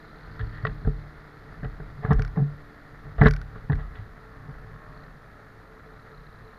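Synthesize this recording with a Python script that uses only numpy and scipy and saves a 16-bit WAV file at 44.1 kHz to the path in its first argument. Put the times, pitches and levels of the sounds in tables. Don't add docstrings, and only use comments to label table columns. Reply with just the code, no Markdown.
import sys
import numpy as np
from scipy import signal
from scipy.fft import rfft, irfft
from scipy.io import wavfile

SR = 44100
rng = np.random.default_rng(int(sys.argv[2]) if len(sys.argv) > 2 else 0)


def log_audio(samples):
    frames = np.atleast_2d(samples).T
    limited = np.clip(frames, -1, 1)
    pcm = np.round(limited * 32767).astype(np.int16)
    wavfile.write(sys.argv[1], SR, pcm)


N = 290206
TIME = np.arange(N) / SR

# start_s, thump_db, shudder_hz, swell_s, scuff_db
JOLTS = [(.399, -24, 108.7, 0.015, -54), (.634, -21.5, 125, 0.0098, -61), (0.672, -25.5, 158.4, 0.013, -41),
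         (0.846, -22.5, 94.5, 0.0094, -36), (.872, -15.5, 172, 0.0062, -34),
         (1.63, -25.5, 186, 0.0071, -34.5), (1.642, -26, 121, 0.012, -35.5), (1.799, -28, 163, 0.0047, -40),
         (1.977, -35, 135.5, .013, -62), (2.047, -17.5, 122, 0.0036, -27.5),
         (2.084, -16.5, 125, 0.015, -40.5), (2.106, -8, 155.4, 0.0079, -20.5),
         (2.192, -16.5, 117, 0.004, -26), (2.371, -15, 180, .012, -33), (2.397, -14.5, 142.2, 0.018, -61.5),
         (3.049, -35, 145, 0.014, -45.5), (3.211, -5, 144, 0.0063, -13), (3.228, -12, 198.7, 0.011, -20.5),
         (3.255, -7.5, 189, 0.0087, -9.5), (3.555, -36, 169, 0.008, -39), (3.697, -14, 149, 0.0075, -26.5),
         (3.981, -32, 103.3, 0.018, -67), (4.484, -28.5, 131.5, 0.0082, -57)]
# start_s, level_db, rocking_hz
SWAYS = [(0.414, -24, 55), (0.692, -30, 51), (.86, -16.5, 51), (1.648, -31, 45.2), (2.109, -18, 73),
         (2.149, -14, 44.6), (3.178, -16.5, 51), (3.247, -10.5, 54), (3.714, -20, 78), (3.738, -22, 44)]
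# start_s, knock_db, edge_db
CLACKS = [(0.41, -47, -43.5), (0.65, -16, -39), (.667, -26, -32), (.695, -39.5, -53), (1.646, -34.5, -47),
          (3.269, -14.5, -23), (3.279, -18.5, -32), (3.7203, -29.5, -41.5), (3.728, -28, -44)]
# start_s, knock_db, body_db, edge_db, decay_s
RUBS = [(0.392, -31.5, -45, -47, 0.016), (.52, -37.5, -65.5, -51.5, 0.11), (2.021, -33, -33.5, -53.5, 0.12),
        (2.356, -41.5, -33, -70, 0.022), (3.178, -33.5, -31.5, -48, 0.072), (3.246, -22, -32, -37, 0.0078),
        (3.778, -39.5, -39.5, -52.5, 0.073), (3.95, -43, -69, -48.5, 0.041)]
# start_s, tooth_count, first_gap_s, relative_db, loudest_fraction
SLIPS = [(2.1316, 1, .025, -36.5, .5), (2.194, 4, .027, -34.5, .42), (3.213, 7, .0229, -29, .54),
         (3.415, 1, .025, -41.5, .5), (3.7554, 1, .025, -45, .5)]

# pitch_hz, gain_db, t60_s
HELMET_MODES = [(42.85, 0, 0.46), (70.8, -12.5, 1), (109.6, -1, 0.45), (145.35, 0.5, 0.31), (159, 5, 0.1),
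                (194.7, -12.5, 0.19), (237.3, -10, 0.11), (286.4, -15.5, 0.13), (413.6, -2, 0.1)]
# pitch_hz, gain_db, t60_s
CASE_MODES = [(640, -13, 0.019), (748, 0.5, 0.022), (790, -7.5, 0.015), (905, -22, 0.0086),
              (1180, -3.5, 0.022), (1125, -7.5, 0.019), (1392, 11, 0.012), (1607, -0.5, 0.02),
              (1724, 15, 0.0077), (1956, 4, 0.02), (2020, -13.5, 0.0091)]
# pitch_hz, gain_db, t60_s
CAVITY_MODES = [(439.1, 0, 0.2)]
# pitch_hz, gain_db, t60_s
PAWL_MODES = [(1456, 7.5, 0.025), (1542, 8, 0.025), (1920, -2, 0.033), (2255, 4, 0.016),
              (2690, -16.5, 0.018), (4080, -9.5, 0.012), (4520, 0.5, 0.0086), (5250, -8, 0.023),
              (5690, -13.5, 0.02), (6640, -11.5, 0.0062), (10200, -14, 0.0099), (12700, -19.5, .007),
              (14500, -20.5, .007)]

# middle_s, half_length_s
HEAD_TURNS = [(0.496, .28), (4.696, .37)]
# base_db, fall_db (per tenth of the starting speed lost), head_turn_rise_db
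WIND_LEVELS = (-51.5, 0.34, 5.9)
SPRAY_LEVELS = (-54, 1, 1.14)
FIZZ_LEVELS = (-69.5, 4.2, 0.29)
GEAR_LEVELS = (-59.5, -0.25, 4.4)
# frequency_hz, relative_db
MUFFLED_SPECTRUM = [(200, 4), (440, -1.5), (540, -1), (750, -1.5), (970, -4), (1120, -2), (1350, 4),
                    (1550, -3), (1800, 1), (2000, -4.5), (2350, -14), (3100, -26), (4200, -21.5),
                    (5300, -37.5), (7600, -35)]

# time_s, rate_hz
FIRING_RATE = [(0, 38.8), (1.35, 37.32), (2.85, 36.34), (4.25, 34.58), (4.75, 33.96), (5.3, 33.48),
               (5.8, 33.14), (6.58, 33)]
# harmonic_number, base_db
EXHAUST_HARMONICS = [(2, -65.5), (3, -63.5), (4, -54), (6, -59.5), (8, -54.5), (9, -68.5), (10, -81.5),
                     (11, -70.5), (12, -69), (13, -68.5)]
# time_s, gain_db
EXHAUST_GAIN = [(0, -1.5), (1.4, -3), (2.9, -3.5), (4.8, -12), (5.4, -10), (6.58, -21)]
# middle_s, half_length_s, gain_db
VALVE_SPELLS = [(.33, 0.83, -56), (5.0, 0.088, -57), (6.35, 0.45, -57.5)]
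# frequency_hz, relative_db
SELF_NOISE_SPECTRUM = [(3000, 5), (9200, -3.5), (12600, -3), (13500, -19), (14400, 0.5), (15700, -15.5)]


def jolts(lead_share=0.21, scuff_share=1.46, body_offset_db=-6, edge_offset_db=-21, sway_swell_s=0.021):
    out = np.zeros(N)
    for start_s, thump_db, shudder_hz, swell_s, scuff_db in JOLTS:
        add(out, start_s - lead_share * swell_s, thump(thump_db, shudder_hz, swell_s))
        body_db = (thump_db + scuff_db) / 2 + body_offset_db
        add(out, start_s, scuff(scuff_db, body_db, scuff_db + edge_offset_db, scuff_share * swell_s))
    for start_s, level_db, rocking_hz in SWAYS:
        add(out, start_s, thump(level_db, rocking_hz, sway_swell_s))
    return out


def thump(level_db, shudder_hz, swell_s, ring_db=-3, crunch_db=-6, brisk_hz=150):
    t = np.arange(SR * 3 // 4) / SR
    helmet = ring(HELMET_MODES, 0.62)
    force = (t / swell_s) ** 2 * np.exp(-2 * t / swell_s)
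    shudder = peaked(force * np.sin(2 * np.pi * shudder_hz * t))
    ringing = peaked(excite(helmet, shudder))
    rattle = excite(helmet, force * rng.standard_normal(len(t)))
    crunch = peaked(band(rattle, 170, 380, order=2)) * shudder_hz / brisk_hz
    motion = peaked(shudder + amp(ring_db) * ringing + amp(crunch_db) * crunch)
    return amp(level_db) * band(motion, 12, 4000, order=2)


def scuff(knock_db, body_db, edge_db, decay_s, grit_db=4, snap_s=0.0026, muffle_hz=1930, cavity_s=0.071):
    t = np.arange(SR // 3) / SR
    grit = np.repeat(rng.standard_normal(len(t)), 30)[:len(t)]
    slips = rng.standard_normal(len(t)) * amp(grit_db * grit)
    slips *= np.exp(-t / decay_s) + 3 * snap_s / decay_s * np.exp(-t / snap_s)
    slips *= 1 - np.exp(-t / (0.053 * decay_s))
    tilt_db_per_octave = 0.75 * (knock_db - body_db)
    modes = [(hz, db + tilt_db_per_octave * np.log2(hz / muffle_hz), t60) for hz, db, t60 in CASE_MODES]
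    shell = evened(excite(ring(modes, 0.2, scatter=0.82), slips)) + amp(-6) * evened(slips)
    body = amp(body_db) * peaked(band(shell, 300, 830, order=3))
    knock = amp(knock_db) * peaked(band(shell, 1020, muffle_hz, order=5))
    edge = amp(edge_db) * peaked(band(slips, 2120, 4090, order=5))
    cavity = ring(CAVITY_MODES, 1, scatter=0.9)[:len(t)]
    cavity *= (1 - np.exp(-t / decay_s)) * np.exp(-t / cavity_s)
    return body + knock + edge + amp(body_db - 6.5) * peaked(cavity)


def contacts(clack_decay_s=0.003, body_offset_db=-9):
    out = np.zeros(N)
    for start_s, knock_db, edge_db in CLACKS:
        add(out, start_s, scuff(knock_db, knock_db + body_offset_db, edge_db, clack_decay_s))
    for start_s, *rub in RUBS:
        add(out, start_s, scuff(*rub))
    return out


def ratchet(gain_db=6, rebound_s=0.00085, rebound_db=-7, crack_db=-10, crack_s=0.0014, rise_s=0.00022):
    out = np.zeros(N)
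    t = np.arange(SR // 10) / SR
    for start_s, tooth_db in teeth():
        strength = amp(tooth_db + gain_db)
        crack = band(rng.standard_normal(len(t)), 1500, 4900, order=2) * np.exp(-t / crack_s)
        add(out, start_s, strength * amp(crack_db) * peaked(crack))
        for delay_s, drop_db in (0, 0), (rebound_s, rebound_db):
            pawl = ring(PAWL_MODES, 0.2, scatter=0.96)[:len(t)] * (1 - np.exp(-t / rise_s))
            add(out, start_s + delay_s, strength * amp(drop_db) * peaked(pawl))
    return out


def teeth(gap_growth_s=0.0009, fade_db=-70.5):
    for start_s, count, first_gap_s, relative_db, loudest_fraction in SLIPS:
        tooth = np.arange(round(count))
        times_s = start_s + first_gap_s * tooth + gap_growth_s * tooth * (tooth - 1) / 2
        fraction = (tooth + 0.5) / len(tooth)
        yield from zip(times_s, relative_db + fade_db * (fraction - loudest_fraction) ** 2)


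def wind(gust_db=1.17, corner_hz=120, rumble_db=-10, unrest_db=-45, unrest_s=0.13, lag_s=0.05):
    pressure = signal.lfilter([1], [1, -np.exp(-2 * np.pi * corner_hz / SR)], rng.standard_normal(N))
    shake = evened(excite(ring(HELMET_MODES, 0.7), pressure))
    rumble = evened(band(rng.standard_normal(N), 22, 63, order=2))
    unrest = np.sqrt(sum(np.exp(-((TIME - start_s - lag_s) / unrest_s) ** 2) for start_s, *_ in JOLTS))
    strength = np.hypot(amp(ride_db(*WIND_LEVELS)), amp(unrest_db) * unrest)
    return (shake + amp(rumble_db) * rumble) * strength * amp(gust_db * drift(6.9))


def tyres(hiss_gain_db=2.37, flutter_db=0.54, grain_db=1.93):
    hiss = noise(MUFFLED_SPECTRUM)
    hiss *= amp(ride_db(*SPRAY_LEVELS) + hiss_gain_db + flutter_db * drift(6.9) + grain_db * drift(180))
    fizz = evened(band(rng.standard_normal(N), 3200, 4900, order=3))
    fizz *= amp(ride_db(*FIZZ_LEVELS) + grain_db * drift(120))
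    return hiss + fizz


def engine(wobble=0.00053):
    cycles = np.cumsum(curve(FIRING_RATE) * (1 + wobble * drift(5.0))) / SR
    return exhaust(cycles) + gears(cycles) + valves(cycles)


def exhaust(cycles, waver_db=2.5):
    tones = sum(amp(db + waver_db * drift(2.6)) * harmonic(cycles, round(number))
                for number, db in EXHAUST_HARMONICS)
    return tones * amp(curve(EXHAUST_GAIN))


def gears(cycles, even_db=5, mesh_order=32, mesh_db=7, waver_db=4.5):
    orders = np.arange(15, 60)
    gains = spectrum_gain(MUFFLED_SPECTRUM, orders * curve(FIRING_RATE).mean())
    gains *= amp(even_db * (orders % 2 == 0) + mesh_db * (orders == mesh_order))
    whirr = sum(gain * amp(waver_db * drift(2.07)) * harmonic(cycles, order)
                for order, gain in zip(orders, gains))
    return evened(whirr) * amp(ride_db(*GEAR_LEVELS))


def valves(cycles, pitch_hz=4100, turn_hz=300, chirp_hz=70, width_hz=260, tick_s=0.0029, quiet_db=-70.5):
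    age = (cycles % 1) / curve(FIRING_RATE) / tick_s
    strength = amp(quiet_db) + sum(amp(db) * spell(middle, half) for middle, half, db in VALVE_SPELLS)
    uneven = amp(0.2 * rng.standard_normal(N)[cycles.astype(int)])
    tick_hz = pitch_hz + turn_hz * head_turn() ** 2 + chirp_hz * (age - 2)
    phase = 2 * np.pi * np.cumsum(tick_hz) / SR
    lowpass = signal.butter(2, width_hz, fs=SR, output="sos")
    fuzz_cos, fuzz_sin = (evened(signal.sosfilt(lowpass, white)) for white in rng.standard_normal((2, N)))
    metal = evened((1 + fuzz_cos) * np.cos(phase) + fuzz_sin * np.sin(phase))
    return metal * age * np.exp(-age) * strength * uneven


def case_hum(level_db=-61, waver_db=1):
    hum = excite(ring(CAVITY_MODES, 0.35), rng.standard_normal(N))
    return evened(hum) * amp(level_db + waver_db * drift(0.44))


def ride_db(base_db, fall_db, head_turn_rise_db):
    rate_hz = curve(FIRING_RATE)
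    tenths_lost = 10 * (1 - rate_hz / rate_hz[0])
    return base_db - fall_db * tenths_lost + head_turn_rise_db * head_turn()


def head_turn():
    return sum(spell(*turn) for turn in HEAD_TURNS)


def spell(middle_s, half_length_s):
    return np.exp(-((TIME - middle_s) / half_length_s) ** 4)


def ring(modes, length_s, scatter=0):
    t = np.arange(int(length_s * SR)) / SR
    return sum(amp(db - 60 * t / t60) * np.sin(2 * np.pi * (hz * t + scatter * rng.random()))
               for hz, db, t60 in modes)


def excite(response, force):
    return signal.fftconvolve(force, response)[:len(force)]


def harmonic(cycles, number):
    return np.sin(2 * np.pi * (number * cycles + rng.random()))


def noise(spectrum):
    hz = np.fft.rfftfreq(N, 1 / SR) + 1
    ends = 1 / (1 + (spectrum[0][0] / 2 / hz) ** 4) / (1 + (hz / spectrum[-1][0]) ** 20)
    return evened(irfft(rfft(rng.standard_normal(N)) * spectrum_gain(spectrum, hz) * ends, N))


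def spectrum_gain(spectrum, hz):
    points_hz, points_db = np.transpose(spectrum)
    return amp(np.interp(np.log(hz), np.log(points_hz), points_db))


def drift(corner_hz, size=4096):
    hz = np.fft.rfftfreq(size, N / SR / size)
    slow = evened(irfft(rfft(rng.standard_normal(size)) * (hz > 0) / (1 + (hz / corner_hz) ** 4)))
    return np.interp(TIME, np.linspace(0, N / SR, size), slow)


def band(x, lo_hz, hi_hz, order=4):
    return signal.sosfilt(signal.butter(order, [lo_hz, hi_hz], "band", fs=SR, output="sos"), x)


def curve(rows):
    return np.interp(TIME, *np.transpose(rows))


def add(mix, start_s, sound):
    part = mix[max(round(start_s * SR), 0):][:len(sound)]
    part += sound[:len(part)]


def amp(db):
    return 10 ** (np.asarray(db) / 20)


def evened(x):
    return x / np.sqrt(np.mean(x ** 2) + 1e-20)


def peaked(x):
    return x / (abs(x).max() + 1e-20)


def scene():
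    return (tyres() + wind() + case_hum() + engine() + jolts() + contacts() + ratchet())[None]


def record(dry, hiss_db=-73, whine_db=-89, whine_hz=13030, notch_depth=0.58, cutoff_hz=15750):
    whine = amp(whine_db) * evened(band(rng.standard_normal(N), whine_hz - 60, whine_hz + 60, order=2))
    noisy = dry + whine + amp(hiss_db) * noise(SELF_NOISE_SPECTRUM)
    notched = noisy - notch_depth * band(noisy, 7300, 8500, order=1)
    lowpass = signal.firwin(511, cutoff_hz, window=("kaiser", 9), fs=SR)
    return signal.oaconvolve(notched, lowpass[None], "same")


dry = scene()
out = record(dry)
log_audio(out)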